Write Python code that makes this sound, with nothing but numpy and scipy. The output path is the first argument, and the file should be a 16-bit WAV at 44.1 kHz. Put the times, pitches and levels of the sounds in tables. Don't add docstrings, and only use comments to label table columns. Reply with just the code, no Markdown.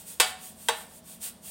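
import sys
import numpy as np
from scipy import signal
from scipy.fft import rfft, irfft
from scipy.io import wavfile

SR = 44100
rng = np.random.default_rng(int(sys.argv[2]) if len(sys.argv) > 2 else 0)


def to_wav(sig):
    pcm = np.clip(np.atleast_2d(sig), -1, 1) * 32767
    pcm = np.round(pcm).astype(np.int16)
    wavfile.write(sys.argv[1], SR, pcm.T)


N = 66150
TIME_S = np.arange(N) / SR
FREQ_HZ = np.fft.rfftfreq(N, 1 / SR)

# (peak time [s], rise width [s], fall width [s], level [dB], pressure re level [dB])
STROKES = [(-.01, 0.054, 0.036, -45, 3.5), (.095, 0.026, 0.047, -40.5, -2), (.278, 0.049, 0.03, -42, 10),
           (0.452, 0.036, 0.05, -42.5, 1), (.635, 0.046, 0.12, -46, 1), (.78, 0.021, 0.051, -47.5, 2.5),
           (0.973, 0.061, 0.019, -49, -3), (1.11, 0.043, 0.042, -45, 1.5),
           (1.245, 0.022, 0.037, -33.5, 1.5), (1.483, 0.036, .05, -40.5, 0)]
# (frequency [Hz], gain [dB])
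BRISTLE_SPECTRUM = [(1000, -27), (2500, -8), (4500, -8.5), (6200, -5.5), (7000, 1), (8700, 5.8), (10000, 2),
                    (11200, -1.5), (15500, -0.5)]
# (frequency [Hz], gain [dB])
SHEET_SPECTRUM = [(250, -23.5), (600, -13.5), (1100, -15), (1600, -11.5), (2400, -14.5), (3600, -7),
                  (5000, -11), (8000, -18), (15000, -48)]
# (frequency [Hz], t60 [s], level at spot 1 [dB], level at spot 2 [dB], relative rubbed gain [dB])
PAN_MODES = [(407, 0.052, -28, -27.5, -46), (468.6, 0.15, -39.5, -22, -24.5), (473.5, 0.083, -22, -30, -38),
             (636.6, 0.33, -35.5, -34, -59), (744, .6, -35.5, -54, -52), (753.5, .6, -35, -44, -52),
             (849, .22, -28.5, -31, -40), (876, .048, -28, -17, -26), (942, .048, -23, -16.5, -24),
             (1081, 0.1, -24, -34, -45), (1120, 0.18, -31, -32, -21), (1433, 0.31, -32, -42, -33),
             (1549, 0.073, -22, -24.5, -35), (1774, 0.31, -31.5, -37.5, -30.5),
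             (1795, 0.53, -39, -42.5, -53), (2018, 0.068, -21.5, -25.5, -30), (2255, 0.38, -35, -50, -44),
             (2336, 0.14, -24.5, -38, -56), (2627, 0.12, -21.5, -31.5, -46), (2842, 0.18, -31, -35.5, -28),
             (2984, 0.12, -27, -45, -45), (3082, 0.39, -35.5, -64, -49), (3080, 0.15, -21, -38, -56),
             (3281, 0.034, -36, -16, -23), (3347, 0.25, -25, -45, -36.5), (3710, 0.15, -22, -28, -31.5),
             (4012, 0.23, -29, -33, -33), (4580, .2, -28, -35, -38), (5290, 0.17, -38, -46, -26),
             (6245, 0.16, -54, -36, -30), (7900, 0.13, -43, -48, -28), (10000, 0.059, -31, -32.5, -29)]
# (frequency [Hz], t60 [s])
ROOM_DECAY = [(300, 0.8), (800, 0.51), (2000, 0.4151), (4000, 0.4637), (8000, 0.46), (15000, 0.5)]
# (frequency [Hz], gain [dB])
ROOM_SPECTRUM = [(350, -6), (800, 3), (2000, 5), (4000, 4), (6000, -4.5), (9000, 1), (14000, -4.5)]
# (frequency [Hz], gain [dB])
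AIR_SPECTRUM = [(20, -54), (40, -48.5), (60, -41), (110, -47.5), (200, -34.5), (300, -47), (430, -46.5),
                (650, -45.5), (1100, -53.5), (2500, -61.5), (6000, -60.5), (15000, -95)]
# (frequency [Hz], rms level [dB])
HUM_LINES = [(85.5, -67), (171, -67), (214, -67), (236, -66), (645, -68.5)]
# (time [s], level [dB], clank t60 [s], crack gain [dB], room gain [dB])
KNOCKS = [(.1998, -2, 0.15, 3, -13), (.6857, -3.5, 0.11, 5, -12.5)]
# (frequency [Hz], gain at spot 1 [dB], gain at spot 2 [dB])
CLANK_SPECTRA = [(270, -47, -31), (405, -19, -10), (448, -8.5, -16), (545, -13.5, -14.5), (835, -9.5, -6.5),
                 (1250, -9, -13.5), (1820, -9, -11.5), (2610, -10.5, -17), (3880, -9.5, -13.5),
                 (4100, -16, -29), (4610, -7, -22), (5600, -14, -18), (6600, -12, -26), (7900, -7, -14.5),
                 (9580, -11.5, -18), (10580, -17, -31), (15700, -22, -34)]
# (frequency [Hz], gain re mid [dB])
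SIDE_SPECTRUM = [(2000, -54), (3300, -49), (3900, -16.5), (4500, -12.5), (5500, -12), (6300, -43),
                 (7200, -62), (13700, -56), (14500, -16), (15800, -16)]

HOLLOW_DB, HOLLOW_T60_S = -7.5, 0.096


def from_db(db):
    return 10 ** (np.asarray(db) / 20)


def unit_rms(x):
    return x / np.sqrt(np.mean(x ** 2) + 1e-20)


def per_bin(points):
    hz, values = np.transpose(points)
    return np.interp(np.log(np.maximum(FREQ_HZ, 1)), np.log(hz), values)


def coloured(x, spectrum):
    return irfft(rfft(x) * from_db(per_bin(spectrum)), N)


def noise(spectrum):
    return coloured(rng.standard_normal(N), spectrum)


def decay(start_s, t60_s):
    return (TIME_S >= start_s) * np.exp(-np.log(1000) * np.maximum(TIME_S - start_s, 0) / t60_s)


def echoes(x, response):
    return signal.fftconvolve(x, response / np.sqrt(np.sum(response ** 2)))[:N]


def bristle_grain(flicks_per_s=4500, spread_db=1.5, flick_db=-3):
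    sizes = from_db(-spread_db * np.minimum(rng.exponential(1, N), 5))
    signs = rng.choice([-1, 1], N)
    flicks = sizes * signs * (rng.random(N) < flicks_per_s / SR)
    return unit_rms(rng.standard_normal(N) + from_db(flick_db) * unit_rms(flicks))


def brush(room_db=-13.5):
    speed, pressure = np.zeros(N), np.zeros(N)
    for peak_s, rise_s, fall_s, level_db, pressure_db in STROKES:
        offset = (TIME_S - peak_s) / np.where(TIME_S < peak_s, rise_s, fall_s)
        swell = from_db(level_db) * np.exp(-0.5 * np.abs(offset) ** 2.4)
        speed += swell
        pressure += swell * from_db(pressure_db)
    hiss = speed * coloured(bristle_grain(), BRISTLE_SPECTRUM)
    sheet = pressure * coloured(bristle_grain(), SHEET_SPECTRUM)
    rings = sum(from_db(rub_db) * pan_mode(sheet, hz, t60_s) for hz, t60_s, _, _, rub_db in PAN_MODES)
    hollow = from_db(HOLLOW_DB) * pan_hollow(hiss + sheet)
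    direct = hiss + sheet + rings / np.sqrt(len(PAN_MODES)) + hollow
    return direct + from_db(room_db) * kitchen(direct)


def pan_mode(drive, hz, t60_s):
    radius = np.exp(-np.log(1000) / (t60_s * SR))
    angle = 2 * np.pi * hz / SR
    return signal.lfilter([0, np.sin(angle)], [1, -2 * radius * np.cos(angle), radius ** 2], drive + 1e-18)


def pan_hollow(x):
    return echoes(x, rng.standard_normal(N) * decay(0, HOLLOW_T60_S))


def pan_radiation(x, cutoff_hz=335):
    return signal.sosfilt(signal.butter(7, cutoff_hz, "high", fs=SR, output="sos"), x)


def room_tail(steady_noise, start_s, build_s=0.0032):
    spectrum = rfft(coloured(steady_noise, ROOM_SPECTRUM))
    centres_hz, t60s_s = np.transpose(ROOM_DECAY)
    bands = [per_bin(np.c_[centres_hz, weights]) for weights in np.eye(len(centres_hz))]
    tail = sum(irfft(spectrum * band, N) * decay(start_s, t60_s) for band, t60_s in zip(bands, t60s_s))
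    return tail * (1 - np.exp(-np.maximum(TIME_S - start_s, 0) / build_s))


def kitchen(x):
    return echoes(x, room_tail(rng.standard_normal(N), 0, build_s=0.0028))


def appliance_hum(half_width_hz=7.5):
    hum = np.zeros(N)
    for hz, level_db in HUM_LINES:
        band = rfft(rng.standard_normal(N)) / (1 + ((FREQ_HZ - hz) / half_width_hz) ** 2)
        hum += from_db(level_db) * unit_rms(irfft(band, N))
    return hum


def chatter(start_s, contacts=5, gap_s=0.003, loss_db=3.5, t60_s=0.0085):
    gaps_s = gap_s * rng.uniform(0.8, 1.25, contacts)
    lags_s = np.cumsum(gaps_s) - gaps_s[0]
    return sum(from_db(-loss_db * k) * decay(start_s + lag_s, t60_s) for k, lag_s in enumerate(lags_s))


def knocks(tilt_db_per_oct=4, pivot_hz=3000, ring_room_db=-19):
    impacts, rings = np.zeros(N), np.zeros(N)
    for spot, (start_s, level_db, clank_t60_s, crack_db, room_db) in enumerate(KNOCKS):
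        colour = [(hz, spot_db[spot]) for hz, *spot_db in CLANK_SPECTRA]
        bright = [(hz, db + tilt_db_per_oct * np.log2(hz / pivot_hz)) for hz, db in colour]
        clank = noise(colour) * decay(start_s, clank_t60_s)
        crack = from_db(crack_db) * noise(bright) * chatter(start_s)
        reverb = from_db(room_db) * room_tail(noise(colour), start_s)
        impacts += from_db(level_db) * (clank + crack + reverb)
        blow = np.arange(N) == int(start_s * SR)
        for k, (hz, t60_s, *spot_db, _) in enumerate(PAN_MODES):
            rings += (-1) ** k * from_db(spot_db[spot]) * pan_mode(blow, hz, t60_s)
    return impacts + rings + from_db(ring_room_db) * kitchen(rings)


def scene(diffuse_db=-3.5):
    mid = pan_radiation(brush() + knocks()) + noise(AIR_SPECTRUM) + appliance_hum()
    side = coloured(mid + from_db(diffuse_db) * pan_hollow(mid), SIDE_SPECTRUM)
    return np.array([mid - side, mid + side])


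def record(dry):
    ceiling, cutoff_hz = 0.7, 15900
    rounded = ceiling * np.tanh(dry / ceiling)
    return signal.sosfilt(signal.cheby1(14, 0.2, cutoff_hz, fs=SR, output="sos"), rounded)


dry = scene()
out = record(dry)
to_wav(out)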